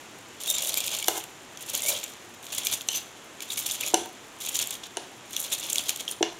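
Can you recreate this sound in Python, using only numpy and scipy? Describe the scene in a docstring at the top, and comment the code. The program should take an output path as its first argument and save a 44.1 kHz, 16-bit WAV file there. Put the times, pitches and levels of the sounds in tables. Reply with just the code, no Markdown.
"""A steel ladle pushes soaked rice off a metal bowl, stroke by stroke, into a pot of boiling water.
The wet grains crunch and squelch as they rub together. The ladle catches on them and slips free,
squeaks on bare steel, and knocks the bowl so that both ring briefly. Clumps plop into the pot.
The pot simmers steadily throughout, and the walls of a small kitchen add a short echo to the work."""
import sys
import numpy as np
from scipy import signal
from scipy.fft import rfft, irfft
from scipy.io import wavfile

SR = 44100
rng = np.random.default_rng(int(sys.argv[2]) if len(sys.argv) > 2 else 0)


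def master(y):
    """Save y as 16-bit WAV."""
    cut = np.clip(np.atleast_2d(y).T, -1, 1)
    pcm = np.round(cut * 32767)  # scale
    wavfile.write(sys.argv[1], SR, pcm.astype(np.int16))


N = 281799
T = np.arange(N) / SR

# The tone of the steady simmer and burner hiss as coloured by the microphone.
# Each row: frequency in Hz, relative level in dB.
SIMMER_TONE = [(25, 3.5), (55, -12), (120, -3), (160, -6.5), (340, 0), (520, -5), (800, -4), (1300, -7),
               (3300, -9.5), (4700, -17.5), (7300, -11.5), (8200, -21.5), (9300, -20.5), (13000, -29.5),
               (16000, -42)]
# The ladle leans into the rice, drags and eases off. Each row: start, end, fade-in and fade-out
# in seconds, level in dB, brightness (treble compared with the rest) in dB.
STROKES = [(0.384, 1.285, 0.072, 0.29, -35.5, -7), (1.546, 2.233, .2, 0.28, -37, -9),
           (2.41, 2.853, 0.15, 0.13, -36.5, -9), (2.863, 3.032, 0.087, 0.057, -30, -4),
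           (3.39, 3.961, 0.14, 0.045, -39.5, -9.5), (4.373, 4.83, 0.055, 0.16, -41, -6),
           (5.202, 6.174, 0.15, .27, -40, -7)]
# A clump gives way. Each row: start and length in seconds, level in dB, brightness in dB.
CLUMPS = [(0.399, 0.027, -37.5, -3), (0.467, 0.057, -29.5, 12), (0.543, 0.031, -32.5, 2),
          (0.618, 0.022, -28.5, 12), (0.67, 0.038, -29.5, 1), (0.765, 0.026, -28, -2),
          (0.912, 0.027, -28, -8), (1.07, 0.018, -28, -3), (1.164, 0.042, -35, -3),
          (1.605, 0.022, -37.5, 7), (1.681, 0.017, -32.5, 0), (1.733, 0.046, -27.5, 0),
          (1.827, 0.053, -31.5, 13), (1.88, 0.049, -25, -0.5), (1.93, .05, -32, -4),
          (2.029, 0.013, -32, -6), (2.073, .012, -42, -4), (2.425, 0.018, -41, 1), (2.519, 0.027, -30, -3),
          (2.57, 0.025, -32, -1), (2.646, 0.04, -34, 1), (2.719, .025, -26, -2), (3.416, 0.025, -36, -4),
          (3.5, 0.038, -31.5, 3), (3.57, 0.026, -32.5, 11), (3.656, 0.021, -30, -1),
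          (3.685, 0.068, -30.5, -2), (3.801, 0.082, -30.5, -8), (4.402, 0.033, -34.5, 2),
          (4.447, 0.047, -32, 2), (4.539, 0.036, -29.5, -5), (4.594, 0.035, -27.5, -2),
          (4.706, 0.048, -35, -3), (4.832, 0.032, -39.5, -14), (5.359, .018, -38, 0),
          (5.388, 0.042, -36, 21), (5.438, 0.026, -32.5, -4), (5.514, 0.034, -30, -3),
          (5.632, 0.055, -33.5, -7), (5.696, 0.054, -31.5, 4), (5.762, 0.041, -30.5, -8),
          (5.881, 0.027, -28.5, -5), (5.994, .014, -32.5, -8), (6.085, 0.04, -35.5, 7)]
# The tone of the rice crunch as coloured by the microphone and room.
# Each row: frequency in Hz, relative level in dB.
CRUNCH_TONE = [(300, -16), (900, -13), (1850, -22), (2300, -7), (2750, -10), (3350, 1.5), (4900, -10.5),
               (6100, -2), (7200, 1.5), (8160, -8), (9200, -1), (10700, -7.5), (11900, -3), (13000, -13.5),
               (14500, -6), (16000, -19.5)]
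# How much rice goes over the rim. Each row: time in seconds, plop level in dB relative to the push.
POUR_SHARE = [(0.4, -19.5), (0.7, -12.5), (1.1, -25.5), (1.7, -18), (1.9, -15.5), (2.5, -24), (2.95, -41),
              (3.7, -33), (3.9, -13), (4.5, -27.5), (5.8, -22)]
# The hollow tone of the pot. Each row: frequency in Hz, relative level in dB.
PLOP_TONE = [(200, -25.5), (480, 3), (610, 4.5), (760, -6.0), (1200, -4.0), (3000, 3)]
# The ladle catches on grains and jumps free.
# Each row: time in seconds, relative level in dB, brightness (higher is brighter).
SLIPS = [(0.436, -27, 3), (0.502, -15.5, 14), (0.5835, -19, 2), (0.692, -24, 14), (0.742, -18.5, -3),
         (0.7736, -17.5, 2), (0.781, -21, 10), (0.8046, -20, 1), (0.88, -22, -11), (0.9496, -23, -2),
         (0.9868, -25, 7), (1.0267, -24, -8), (1.044, -24.5, -5.5), (1.2397, -31, -7), (1.5735, -33, -11),
         (1.696, -33, -6), (1.751, -18, 15), (1.8209, -23, 9), (1.895, -20, 6), (2.0397, -23.5, -3),
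         (2.467, -33.5, -15), (2.582, -21.5, 14), (2.6699, -15.5, -9), (2.8101, -28.5, -12),
         (2.817, -32, 5), (3.4055, -29.5, -11), (3.5774, -24, -9), (3.5914, -22.5, 13), (3.712, -22, -1),
         (3.81, -22, 4), (3.864, -23, 11), (3.8835, -24, 12), (4.4878, -26.5, -1), (4.556, -18.5, -0.5),
         (4.5906, -18, -1), (4.673, -25, 2), (4.7076, -23.5, -1), (5.3658, -18, -2.5), (5.4015, -25, 8),
         (5.5275, -21, -6), (5.7305, -16, 17.5), (5.7582, -17.5, -2), (5.7829, -15, -9), (5.8934, -15, -6),
         (5.961, -26.5, -8), (6.0797, -29, -23), (6.1127, -23, 2)]
# Bare steel squeaks on the bowl. Each row: start and length in seconds, pitch in Hz, level in dB,
# level of the octave above in dB relative to the main note.
SQUEAKS = [(0.472, 0.052, 3694, -30.5, -11), (0.533, 0.041, 3665, -32.5, 4), (2.88, 0.072, 3014, -38, -3),
           (2.937, 0.051, 6100, -33, -8)]
# Air pockets close under the ladle.
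# Each row: start and length in seconds, first and last pitch in Hz, level in dB.
SQUELCHES = [(0.578, 0.023, 2284, 2370, -43), (0.767, 0.018, 2265, 2436, -37),
             (1.017, 0.028, 2230, 2320, -42), (1.81, 0.056, 2077, 2200, -49),
             (1.859, 0.0546, 2185, 2470, -37), (2.654, .028, 2242, 2440, -37.5),
             (3.501, 0.0069, 3560, 3900, -30), (3.569, 0.028, 2164, 2330, -43.5),
             (3.831, 0.0083, 2260, 2620, -29.5), (5.528, 0.0067, 3310, 3880, -26.5),
             (6.078, 0.0056, 2970, 3480, -27)]
# The ladle hits the bowl. Each row: start in seconds, bowl boom in dB, steel clink in dB,
# treble cutoff in Hz (higher for a harder hit), skid level in dB.
KNOCKS = [(1.0828, -21, -16, 15600, -38.5), (1.176, -34.5, -39, 6000, -63), (2.887, -41, -19, 8400, -67),
          (3.9377, -18, -36, 790, -51), (3.9422, -22.5, -13.5, 10400, -41), (4.058, -43, -40, 16000, -71),
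          (4.97, -30, -27, 7700, -49.5), (6.2079, -22, -60, 465, -55), (6.2272, -19.5, -18, 4400, -51)]
# The ringing notes (modes) of the hand-held bowl, damped by its load.
# Each row: pitch in Hz, relative level in dB, seconds to fade by 60 dB.
BOWL_MODES = [(342, 2.5, 0.055), (462, -1.5, 0.042), (580, -6.5, 0.045), (750, 3, 0.032),
              (832, -4.5, 0.047), (874, 0.5, 0.041), (1026, -5.5, 0.026), (1320, -8, 0.025),
              (1632, -3, 0.0224), (2117, -11.5, 0.053)]
# The ringing notes of the ladle, pressed against the bowl.
# Each row: pitch in Hz, relative level in dB, seconds to fade by 60 dB (ring() may shorten this).
LADLE_MODES = [(2755, 1, 0.037), (2910, 5, 0.034), (3580, 0.5, 0.026), (3900, -5, 0.026), (4190, 1, 0.026),
               (4370, -14, 0.0124), (5640, 5.5, 0.035), (6130, 11.5, 0.022), (6610, 4.5, 0.015),
               (7230, 0.5, 0.015), (7410, 10.5, 0.014), (8970, -0.5, 0.012), (9560, 11.5, 0.0095),
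               (11950, 10.5, 0.0074), (14000, 6, .006)]


def undb(db):
    """Turn decibels into a number to multiply a sound by."""
    return 10 ** (np.asarray(db) / 20)


def unit(x):
    """Scale a sound so that its average strength (rms) is 1."""
    return x / np.sqrt(np.mean(x ** 2) + 1e-18)


def add(track, start_s, sound):
    """Mix a sound into a track at the given time."""
    i = max(int(start_s * SR), 0)
    track[i:i + len(sound)] += sound[:max(N - i, 0)]


def lowpass(x, hz, order=2):
    """Soften everything above hz."""
    return signal.sosfilt(signal.butter(order, min(hz, .45 * SR), fs=SR, output="sos"), x)


def highpass(x, hz, order=2):
    """Soften everything below hz."""
    return signal.sosfilt(signal.butter(order, hz, "high", fs=SR, output="sos"), x)


def colour(x, tone):
    """Filter a sound to follow a tone table of frequencies and levels."""
    hz, db = np.transpose(tone)
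    size = 4096
    f = np.maximum(np.arange(size // 2 + 1) * SR / size, 1)
    gain = undb(np.interp(np.log(f), np.log(hz), db))
    # these steps make the filter ring only after each tick, never before it
    cepstrum = irfft(np.log(gain))
    cepstrum[1:size // 2] *= 2
    cepstrum[size // 2 + 1:] = 0
    response = irfft(np.exp(rfft(cepstrum)))
    return signal.fftconvolve(x, response)[:len(x)]


def brighten(x, db, split_hz=6000):
    """Tip the balance like a see-saw: positive db gives more above the split and less below."""
    f = np.arange(len(x) // 2 + 1) * SR / len(x)
    low = irfft(rfft(x) / (1 + (f / split_hz) ** 4), len(x))
    return (low + undb(db) * (x - low)) * np.sqrt(2 / (1 + undb(2 * db)))


def wander(per_s):
    """A random curve, mostly between -1 and 1, that takes a new course per_s times a second."""
    points = rng.standard_normal(int(N / SR * per_s) + 2)
    return np.interp(T * per_s, np.arange(len(points)), points)


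def ticks(per_s, spread_db):
    """Tiny clicks of uneven size at random times."""
    happens = rng.random(N) < per_s / SR
    return happens * rng.choice([-1, 1], N) * undb(spread_db * rng.standard_normal(N))


def simmer(level_db=-46.5):
    """The burner and boiling water rush steadily, with a fine fizz of collapsing steam bubbles."""
    rush = rng.standard_normal(N) * undb(0.32 * wander(17))
    fizz = highpass(unit(ticks(per_s=260, spread_db=3)), 1150, order=1)
    return unit(colour(rush + undb(-9.0) * fizz, SIMMER_TONE)) * undb(level_db)


def strokes(rest_db=-60.0, touch_db=-21.5):
    """Level and brightness of the drag: each stroke swells from a light touch, holds and fades."""
    drag_db, bright_db = np.full(N, rest_db), np.zeros(N)  # between strokes the rice only settles
    for start, end, attack, release, db, tone_db in STROKES:
        on = (T > start) & (T < end)
        contact = np.minimum((T[on] - start) / attack, (end - T[on]) / release)
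        drag_db[on] = db + touch_db * (1 - np.minimum(contact, 1))
        bright_db[on] = tone_db
    return drag_db, bright_db


def clumps(drag_db, drag_bright_db, attack_s=0.005, release_s=0.009, sag_db=-3):
    """Level and brightness of the whole push: the drag plus a short surge as each clump breaks."""
    power = undb(2 * drag_db)
    weighted_brightness = power * drag_bright_db
    t = T[:SR // 4]
    for start, length, db, bright_db in CLUMPS:
        rise = np.minimum(t / attack_s, 1)
        sag = undb(sag_db * t / length)
        fade = np.exp(-np.maximum(t - length, 0) / release_s)
        surge = (rise * sag * fade * undb(db)) ** 2
        add(power, start, surge)
        add(weighted_brightness, start, surge * bright_db)
    return 10 * np.log10(power), weighted_brightness / power


def crunch(push_db, bright_db):
    """Grains grind under the ladle in quick, uneven spurts; a harder push breaks more of them."""
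    grains = ticks(per_s=9000 * undb(.5 * (push_db + 31.5)), spread_db=2)
    grains /= undb(0.22 * (push_db + 30))  # offsets most of the loudness that extra ticks bring
    spurts = undb(4.0 * wander(260) + 1.95 * wander(70))
    rice = unit(colour(grains * spurts, CRUNCH_TONE))
    return brighten(rice, bright_db + 8.6 * wander(150)) * undb(push_db)


def bubbles(low_hz, octaves, cycles, spread_db, count):
    """A cloud of small bubbles, mostly near the lowest pitch, each gliding up as it rings."""
    out, t = np.zeros(N), T[:1536]
    for when, height, strength in rng.random((count, 3)):
        hz = low_hz * 2 ** (octaves * height ** 2)
        bubble = np.sin(2 * np.pi * hz * t * (1 + 2 * t)) * np.exp(-hz * t / cycles)
        add(out, when * N / SR, bubble * undb(spread_db * strength ** 2))
    return unit(out)


def pouring(push_db, droplet_db=-9):
    """Water films pop between the grains; clumps that go over the rim plop into the hollow pot."""
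    droplets = bubbles(low_hz=2700, octaves=2.105, cycles=4.6, spread_db=12, count=2800)
    plops = bubbles(low_hz=565, octaves=1.01, cycles=2.1, spread_db=10.0, count=1400)
    plops = unit(colour(plops, PLOP_TONE))
    share_db = np.interp(T, *np.transpose(POUR_SHARE))
    return (droplets * undb(droplet_db) + plops * undb(share_db)) * undb(push_db)


def slips(rows, slip_s=0.0024, patchy_db=4.5):
    """The ladle jumps free with a tiny burst of noise, whose tone depends on where it caught."""
    out, t = np.zeros(N), T[:2048]
    hz, tone_db = np.transpose(CRUNCH_TONE)
    rise_s = .4 * slip_s
    for when, db, brightness in rows:
        spot_tone = np.column_stack([hz, tone_db + patchy_db * rng.standard_normal(len(hz))])
        burst = rng.standard_normal(len(t)) * t / rise_s * np.exp(-t / rise_s)
        burst = brighten(colour(burst, spot_tone), 1.45 * brightness)
        burst = unit(highpass(burst, 2100, order=1)) * np.sqrt(slip_s / t[-1])
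        add(out, when - rise_s, burst * undb(db - 1.33))
    return out


def small_slips(drag_db, per_s=30, above_drag_db=6.5, spread_db=2.5, count=400):
    """The ladle also slips at random moments, more loudly the harder it drags."""
    times = np.cumsum(rng.exponential(1, count)) / per_s
    size, tone = rng.uniform(-1, 1, (count, 2)).T * np.sqrt(3)
    level_db = np.interp(times, T, drag_db) + above_drag_db + spread_db * size
    rows = np.column_stack([times, level_db, 7 * tone])
    return slips(rows[times < T[-1]])


def squeaks(wobble=0.022, flutter_db=1.5):
    """Steel sticks and slides so fast that it sings one brief note, unsteady in pitch and strength."""
    out = np.zeros(N)
    drift, flutter = wobble * wander(350), undb(flutter_db * wander(300))
    for start, length, hz, db, octave_db in SQUEAKS:
        on = (T > start) & (T < start + length)
        phase = 2 * np.pi * np.cumsum(hz * (1 + drift[on])) / SR
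        tone = np.sin(phase) + undb(octave_db) * np.sin(2 * phase)
        fades = signal.windows.tukey(len(phase), .5)
        add(out, start, unit(tone * flutter[on] * fades) * undb(db))
    return out


def squelches():
    """Wet grains set an air pocket ringing, and its pitch climbs as it shrinks."""
    out = np.zeros(N)
    drive = 1 + .5 * (wander(260) + 1j * wander(260))  # roughens both strength and pitch
    for start, length, start_hz, end_hz, db in SQUELCHES:
        on = (T > start) & (T < start + length)
        phase = 2 * np.pi * np.cumsum(np.linspace(start_hz, end_hz, on.sum())) / SR
        tone = np.real(drive[on] * np.exp(1j * phase))
        fades = signal.windows.tukey(len(phase), .5)
        add(out, start, unit(tone * fades) * undb(db))
    return out


def ring(modes, scatter_db, detune, max_cycles=90):
    """Struck metal rings with fading notes; each contact point shifts their level and pitch a little."""
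    hz, db, fade_s = np.transpose(modes)[:, :, None]
    t = T[:8192]
    size, shift = rng.standard_normal((2, len(modes), 1))
    sign = (-1) ** np.arange(len(modes))[:, None]  # neighbouring modes push the air opposite ways
    waves = sign * np.sin(2 * np.pi * hz * (1 + detune * shift) * t)
    fade_s = np.minimum(fade_s, max_cycles / hz)  # wet rice cuts the ringing short
    return np.sum(waves * undb(db + scatter_db * size - 60 * t / fade_s), axis=0)


def knocks(crack_db=9, crack_s=0.0011, rattle_db=-8, rattle_s=0.036, skid_s=0.11, rasp_db=1):
    """The bowl booms, the ladle clinks, rattles and skids on; rice between them softens the hit."""
    out, t = np.zeros(N), T[:8192]
    attack = t < 0.005
    contact = undb(crack_db) * np.exp(-t / crack_s) + undb(rattle_db) * np.exp(-t / rattle_s)
    skid_fade = np.exp(-(t / skid_s) ** 4)
    for start, boom_db, clink_db, cutoff_hz, skid_db in KNOCKS:
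        crack = highpass(contact * rng.standard_normal(len(t)), 1800)
        # a small bowl gives off little bass, and a hard, short hit wakes its lowest note least
        bowl = highpass(ring(BOWL_MODES, scatter_db=0.5, detune=0.025), 170 + 0.02 * cutoff_hz)
        steel = highpass(ring(LADLE_MODES, scatter_db=2.0, detune=0.017), 2000) + crack
        for part, db in (bowl, boom_db), (steel, clink_db):
            part = lowpass(part, cutoff_hz, order=3)
            add(out, start, part * undb(db) / np.std(part[attack]))
        # uneven rubbing keeps the bowl sounding and rasps over the grains
        friction = rng.standard_normal(len(t)) * undb(3.7 * wander(175)[:len(t)])
        groan = unit(signal.fftconvolve(friction, bowl)[:len(t)])
        rasp = unit(lowpass(colour(friction, CRUNCH_TONE), 0.7 * cutoff_hz))
        add(out, start, (groan + undb(rasp_db) * rasp) * skid_fade * undb(skid_db))
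    return out


def kitchen(x, delay_s=0.0079, fade_s=0.37, treble_fade_s=0.33, level_db=-12):
    """Hard walls close by give a short, dense echo whose treble fades first."""
    t = T[:SR // 2]
    noise = rng.standard_normal(len(t))
    low = lowpass(noise, 4100, order=1)
    tail = low * undb(-60 * t / fade_s) + 0.5 * (noise - low) * undb(-60 * t / treble_fade_s)
    tail *= t > delay_s
    return signal.fftconvolve(x, tail / np.linalg.norm(tail))[:N] * undb(level_db)


def scene():
    """Everything is straight ahead; only the treble of the scraping spreads a little to the sides."""
    drag_db, drag_bright_db = strokes()
    push_db, bright_db = clumps(drag_db, drag_bright_db)
    pot, hits, splashes = simmer(), knocks(), pouring(push_db)
    scatter = rng.standard_normal(128)
    scraping = crunch(push_db, bright_db) + squeaks() + squelches() + slips(SLIPS) + small_slips(drag_db)
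    work = scraping + hits + splashes
    middle = work + kitchen(work) + pot
    side = np.convolve(scraping, scatter / np.linalg.norm(scatter))[:N]
    side = highpass(side, 7000, order=4) * undb(-32)
    return np.array([middle + side, middle - side])


def record(dry, low_hz=74, top_hz=15800, peak=0.85):
    """Thin the bass, flatten any peak that is too loud and cut the highest treble."""
    sound = np.clip(highpass(dry, low_hz), -peak, peak)
    return signal.sosfilt(signal.ellip(10, .2, 70, top_hz, fs=SR, output="sos"), sound)


dry = scene()
out = record(dry)
master(out)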